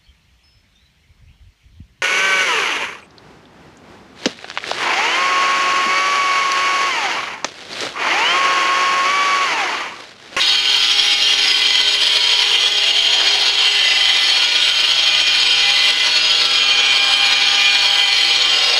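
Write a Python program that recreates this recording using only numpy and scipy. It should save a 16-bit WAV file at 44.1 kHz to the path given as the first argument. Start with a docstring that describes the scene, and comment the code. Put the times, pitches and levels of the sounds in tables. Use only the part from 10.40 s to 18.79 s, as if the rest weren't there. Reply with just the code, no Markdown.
"""Angle grinder in a bare house

An angle grinder cuts a floor tile in a bare, plastered house, heard from a few steps away.
Noise for the grit, pushed once a turn and loaded until it slips, drives resonances of tile and steel disc.
The cut digs in, skips free and bites again; flakes snap off as short cracks that also strike the disc.
Sine tones at multiples of the spindle speed sag as it slows, and swell and fade as the listener walks.
Echoes and a dense noise tail make the room; filtered noise makes the rumble of the house."""
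import sys
import numpy as np
from scipy import signal
from scipy.fft import rfft, irfft
from scipy.io import wavfile
from scipy.ndimage import uniform_filter1d, minimum_filter1d

SR = 44100
rng = np.random.default_rng(int(sys.argv[2]) if len(sys.argv) > 2 else 0)


def transcribe(signal):
    """Save signal, clipped to [-1, 1], as a 16-bit WAV file at the path in sys.argv[1]."""
    frames = np.atleast_2d(signal).T
    limited = np.clip(frames, -1, 1)
    pcm = np.round(limited * 32767).astype(np.int16)
    wavfile.write(sys.argv[1], SR, pcm)


N = 369999
TIME = np.arange(N) / SR
HZ = np.maximum(np.fft.rfftfreq(N + 1, 1 / SR), 1)

# Broad colour of the cutting noise. Each row: frequency in Hz, gain of the spectrum in dB.
GRIT_COLOUR = [(230, -13.5), (300, -3), (700, -16.5), (1400, -5), (2200, -2.5), (3100, -7.5), (4400, 0),
               (5200, -9), (6400, -18), (7800, -26), (8200, -24), (10000, -24.5), (11200, -39),
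               (15500, -40)]
# Resonances of the steel disc. Each row: frequency in Hz, width in Hz, gain in dB before the broad colour.
DISC_RESONANCES = [(2700.9, 20.0, 13.9), (2842, 32, 18.0), (3135, 90, 22.7), (3328, 44, 18.2),
                   (3665.4, 23.6, 10.4), (3770.0, 106.3, 9.2), (4167.8, 141.9, 5.6), (4368, 66, 9.2),
                   (4944, 40, 14.2), (5484, 62, 12.4), (5750, 37, 13.5), (6560.9, 48.1, 17.3),
                   (6686.2, 42.1, 16.1), (7769, 30, 16.5), (7906, 28, 14.0), (10466.9, 87.1, 11.4),
                   (12166.4, 66.0, 12.4), (13784.0, 256.8, 6.0)]
# The disc skips free of the cut. Each row: start in seconds, drop in level in dB, seconds until it bites again.
DISC_SKIPS = [(.16, 2.5, .11), (.74, 2, .08), (.94, 1, .03), (1.12, 1, .04), (1.415, 1, .1),
              (1.557, 2, .05), (1.774, 1, .06), (2.16, 1.5, .04), (2.29, 3, .08), (2.51, 2, .04),
              (2.96, 1.5, .07), (3.1, 2.5, .08), (3.28, 1.5, .04), (4.05, 2, .07), (4.3, 1, .08),
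              (4.817, 2.5, .05), (5.51, 2.5, .11), (6.06, 1.5, .05), (6.58, 2, .05), (6.74, 1, .06),
              (6.935, 1.5, .08), (7.62, 2, .05)]

STANDING_WAVE_DB, STANDING_WAVE_HZ = 3.5, 1.07  # spread and rate of the tones' swell and fade


def from_db(db):
    """Decibels to gain."""
    return 10 ** (np.asarray(db) / 20)


def rms_one(x):
    """Scale to unit power."""
    return x / np.sqrt(np.mean(x ** 2) + 1e-20)


def in_time(rows):
    """Interpolate each column of a time curve to every sample."""
    seconds, *columns = np.transpose(rows)
    return [np.interp(TIME, seconds, column) for column in columns]


def drift(rate_hz):
    """Slow random curve of unit power: noise through two equal low-pass poles at rate_hz."""
    step = 40  # samples between the computed points
    pole = np.exp(-2 * np.pi * rate_hz * step / SR)
    noise = rng.standard_normal(N // step + 2002)
    slow = signal.lfilter([1], [1, -2 * pole, pole * pole], noise)[2000:]  # skip the filter's start
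    return np.interp(np.arange(N) / step, np.arange(len(slow)), rms_one(slow))


def coloured(x, spectrum):
    """Shape x with a broad spectrum, interpolated in dB over log frequency."""
    hz, db = np.transpose(spectrum)
    gain = from_db(np.interp(np.log(HZ), np.log(hz), db))
    return irfft(rfft(x, N + 1) * gain)[:N]


def above(x, edge_hz):
    """The part of x above a steep edge."""
    return irfft(rfft(x, N + 1) / (1 + (edge_hz / HZ) ** 16))[:N]


def resonate(x, hz, width_hz):
    """One resonance with a peak gain of about 1: a pole pair whose radius sets the width."""
    r = np.exp(-np.pi * width_hz / SR)
    zeros = np.array([1, 0, -1]) * (1 - r * r) / 2
    poles = [1, -2 * r * np.cos(2 * np.pi * hz / SR), r * r]
    return signal.lfilter(zeros, poles, x + 1e-18)


def evened(x, window_s):
    """Hold the power of x close to one over a short window."""
    return x / np.sqrt(uniform_filter1d(x * x, int(window_s * SR)) + 1e-12)


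def during(start, end, edge_s):
    """One between two times, zero outside, with sloping edges."""
    return np.clip(.5 + np.minimum(TIME - start, end - TIME) / edge_s, 0, 1)


def swelling(level, swells):
    """A gain that moves to each swell's level, holds it and returns."""
    for start, end, db in swells:
        level = level + during(start, end, edge_s=0.23) * (from_db(db) - level)
    return level


def house_rumble():
    """Low rumble of the house: noise with a falling spectrum."""
    # Each row: frequency in Hz, gain of the spectrum in dB.
    rumble_colour = [(12, -4.5), (25, -7.5), (40, -14.5), (80, -16), (160, -16), (240, -16), (400, -34)]
    return from_db(-48.5) * rms_one(coloured(rng.standard_normal(N), rumble_colour))


def spindle_turns():
    """Turns of the spindle so far: the running sum of its speed."""
    # Each row: time in seconds, spindle speed in turns per second.
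    speed_curve = [(0.0, 136.2), (0.5, 137.2), (1.4, 137.4), (1.85, 137.8), (3.0, 135.7), (3.8, 135.05),
                   (4.65, 135.8), (5.0, 135.05), (5.7, 134.5), (6.3, 135.1), (6.65, 133.8), (6.9, 134.5),
                   (7.5, 134.45), (7.7, 133.55), (8.39, 133.45)]
    return np.cumsum(in_time(speed_curve)[0]) / SR


def tone(turns, order, flutter, flutter_hz):
    """One multiple of the spindle speed; uneven contact makes its strength and phase flutter."""
    phase = 2 * np.pi * (order * turns + rng.random())
    in_phase = (1 + flutter * drift(flutter_hz)) * np.cos(phase)
    sideways = flutter * drift(flutter_hz) * np.sin(phase)
    return rms_one(in_phase + sideways)


def spindle(turns, bite_db):
    """The rim knocks once a turn: a row of tones, the high ones rougher and tied to the bite."""
    # Steady tones. Each row: multiple of the spindle speed, level in dB.
    steady_tones = [(1, -63), (2, -58), (3, -54), (4, -52), (5, -53), (6, -43), (7, -47), (8, -46),
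                    (9, -44), (10, -42), (11, -41), (12, -47), (13, -43), (14, -45), (15, -39), (16, -38),
                    (17, -36), (18, -34), (19, -39), (20, -36), (21, -35), (22, -35), (23, -30), (24, -36)]
    # Tones that stand out as a whistle. Each row: start and end in seconds, multiple of the speed, level in dB.
    whistles = [(4.4, 8.6, 1, -54), (.3, 1.5, 2, -52), (5.4, 7.5, 2, -51), (.3, 3.5, 3, -42.5),
                (2.45, 3.1, 5, -39), (-.1, 1.4, 6, -40), (6.0, 8.0, 6, -36), (1.7, 2.2, 7, -36),
                (2.5, 3.2, 7, -39), (6.4, 6.9, 8, -35), (7.95, 8.6, 8, -37), (6.1, 7.5, 9, -36),
                (4.3, 6.0, 11, -36), (6.0, 7.7, 12, -35), (3.3, 3.9, 13, -32.5), (6.8, 7.6, 13, -35),
                (6.4, 7.9, 17, -30), (4.6, 5.1, 18, -26), (6.3, 7.8, 18, -23), (3.0, 6.0, 20, -30),
                (4.9, 6.1, 21, -28), (4.5, 5.6, 23, -25), (6.1, 6.5, 23, -24.5)]
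    out = np.zeros(N)
    press_db = bite_db - bite_db.mean()
    for order, db in steady_tones:
        height = order / len(steady_tones)
        standing_wave = rms_one(from_db(STANDING_WAVE_DB * drift(STANDING_WAVE_HZ)))
        swells = [(start, end, swell_db) for start, end, multiple, swell_db in whistles
                  if round(multiple) == order]
        level = swelling(from_db(db) * standing_wave, swells)
        sound = tone(turns, order, flutter=0.31 + 0.07 * height ** 2, flutter_hz=5.6)
        out += level * from_db(height * press_db) * sound
    return out


def chips(crack_s, small_per_s, small_db):
    """A flake snaps off: a short crack that also strikes the disc. Smaller flakes fly at random."""
    # Each row: time in seconds, strength in dB relative to the other chips.
    big_chips = [(0.9376, 2.5), (1.4021, 2.5), (1.5532, -1), (1.7703, 11), (4.2415, -8), (4.9856, 4),
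                 (6.8008, 3)]
    cracks, t = np.zeros(N), TIME[:SR // 50]
    draws = rng.random((int(small_per_s * TIME[-1]), 2))
    small_chips = [(when * (TIME[-1] - 2 * t[-1]), small_db - 6 * weakness) for when, weakness in draws]
    for s, db in list(big_chips) + small_chips:
        crack = rng.standard_normal(len(t)) * np.exp(-t / crack_s)
        at = round(s * SR)
        cracks[at:at + len(t)] += from_db(db) * crack / np.linalg.norm(crack)
    struck_disc = sum(0.6 * from_db(db) * resonate(cracks, hz, width_hz)
                      for hz, width_hz, db in DISC_RESONANCES)
    out = coloured(cracks + struck_disc, GRIT_COLOUR)
    return from_db(0.5) * out / np.abs(out).max()  # the loudest peak, ahead of the limiter


def bite():
    """Grinding level in dB: the disc digs in ever harder, skips free, then settles back into the cut."""
    edge_s, dig_s = 0.03, 0.048  # slope of a skip, time constant of the dig before it
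    out = np.full(N, -15.0)  # steady grinding
    for s, drop_db, free_s in DISC_SKIPS:
        dig = np.exp(-np.abs(TIME - s) / dig_s) * np.clip((s - TIME) / edge_s, 0, 1)
        out += drop_db * (0.72 * dig - during(s, s + free_s, edge_s))
    return out


def contact(turns, runout, slip_db, slips_per_s, grains_per_s, grain_db):
    """Force of the grit: grains of uneven size, a push once a turn, and a load that builds until the rim slips."""
    grain_size = np.minimum(rng.exponential(1, N), 5)
    grains = np.sqrt(rng.poisson(grains_per_s / SR, N)) * from_db(grain_db * grain_size)
    push = np.exp(runout * np.cos(2 * np.pi * turns))
    slips = np.cumsum(slips_per_s * np.exp(.5 * drift(15.0))) / SR
    # shift the count so that every skip starts with a slip
    skip_s = np.transpose(DISC_SKIPS)[0]
    at_skips = np.interp(skip_s, TIME, slips)
    load = (slips + np.interp(TIME, skip_s, np.round(at_skips) - at_skips)) % 1
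    return rms_one(grains * push * from_db(slip_db * load))


def scraped(force, modes, wander_db, wander_hz, squeal):
    """Grains strike each mode with their own strengths; friction sustains a share of the ring as a squeal."""
    out = np.zeros(N)
    for hz, width_hz, db in modes:
        ring = resonate(force * rng.standard_normal(N), hz, width_hz)
        sustained = ring.std() * evened(ring, 0.03)
        ring = ring + squeal * (sustained - ring)
        wander = rms_one(from_db(wander_db * drift(wander_hz)))  # the contact point moves
        out += from_db(db) * ring * wander
    return out


def room(x, echo, walk_s, wet_db):
    """Bare walls: early echoes whose paths shift as the listener moves, then a dense tail."""
    t60_s = 0.35
    out = x.copy()
    for delay_s in rng.uniform(.004, .028, size=6):
        out += echo * np.interp(TIME - delay_s - walk_s * drift(0.504), TIME, x)
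    tail = rng.standard_normal(SR) * from_db(-60 * TIME[:SR] / t60_s)
    return out + from_db(wet_db) * signal.fftconvolve(x, tail / np.linalg.norm(tail))[:N]


def cutting(force):
    """Rasp of the grit and the rings it drives in tile and disc, coloured and placed in the room."""
    # Resonances of the tile. Each row: frequency in Hz, width in Hz, gain in dB before the broad colour.
    tile_resonances = [(334.7, 10.3, 8.5), (475, 39, 9), (614.5, 35, 15.5), (765, 50, 14), (980, 70, 9.5),
                       (1184, 28, 6.5), (1452, 4.7, 11), (2278, 5.8, 9.5), (2418, 9.7, 16)]
    rasp = from_db(-1.5) * force * rng.standard_normal(N)
    tile_ring = scraped(force, tile_resonances, wander_db=3.0, wander_hz=1.0, squeal=0.073)
    disc_ring = scraped(force, DISC_RESONANCES, wander_db=3.0, wander_hz=3.0, squeal=0.44)
    dry_cut = coloured(rasp + tile_ring + disc_ring, GRIT_COLOUR)
    return room(dry_cut, echo=0.21, walk_s=0.0001945, wet_db=-5.5)


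def tile(lower, force, bite_db):
    """The tile rings lower: a steady bass, two registers and a main note that carry differently with movement."""
    # What reaches the listener. Each row: time in seconds, low and middle ring in dB before their trims.
    ring_levels = [(0.0, -47, -31), (1.0, -42, -34.5), (1.97, -39, -31), (2.65, -40, -35), (2.81, -32, -28),
                   (2.91, -39, -30), (5.65, -40.5, -31), (5.95, -37.5, -30), (7.42, -40, -28.5),
                   (7.81, -39, -31.5), (8.35, -30, -28.5)]
    # The strongest mode sings out. Each row: start and end in seconds, level in dB.
    singing = [(.95, 1.5, -28), (3.338, 3.854, -24.5), (5.25, 5.7, -24.5), (7.55, 7.895, -27.5)]
    low_db, middle_db = in_time(ring_levels)
    jolt_db = bite_db - uniform_filter1d(bite_db, SR // 3)  # quick changes of the bite
    low_gain = from_db(low_db - 1 + 0.82 * jolt_db)
    middle_gain = from_db(middle_db - 2.5 + 1.64 * jolt_db)
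    note_gain = swelling(from_db(-37 + 2.0 * drift(STANDING_WAVE_HZ)), singing)

    over_bass, over_low, middle = (above(lower, edge_hz) for edge_hz in (290, 440, 800))
    note = resonate(force * rng.standard_normal(N), hz=2024.5, width_hz=12)
    return (from_db(-47) * evened(over_bass - over_low, 0.9)
            + low_gain * evened(over_low - middle, 0.86)
            + middle_gain * evened(middle, 0.82)
            + note_gain * evened(note, 0.14))


def disc(upper, bite_db):
    """The steel disc screeches, with a fine hiss above it; both follow the bite."""
    hiss = above(upper, 6200)
    screech = from_db(bite_db + 0.16) * evened(upper - hiss, 0.14)
    return screech + from_db(bite_db - 18.5) * evened(hiss, 0.19)


def scene():
    """Grinder, tile and room."""
    turns = spindle_turns()
    bite_db = bite()
    rumble = house_rumble()
    tones = spindle(turns, bite_db)
    flakes = chips(crack_s=0.001, small_per_s=5.5, small_db=-6.5)
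    force = contact(turns, runout=0.21, slip_db=8.5, slips_per_s=16.0, grains_per_s=20000, grain_db=2.0)
    cut = cutting(force)
    upper = above(cut, 1700)
    grinding = tile(cut - upper, force, bite_db) + disc(upper, bite_db)
    return (rumble + tones + flakes + grinding)[None]


def record(dry):
    """A fast limiter holds the peaks to 0.92 of full scale; then a steep low-pass cuts the top."""
    gain = minimum_filter1d(.92 / np.maximum(np.abs(dry), .92), SR // 300)
    limited = dry * uniform_filter1d(gain, SR // 300)
    low_pass = signal.ellip(12, .1, 80, 15750, fs=SR, output="sos")  # ripple and stop band in dB, edge in Hz
    return signal.sosfilt(low_pass, limited)


dry = scene()
out = record(dry)
transcribe(out)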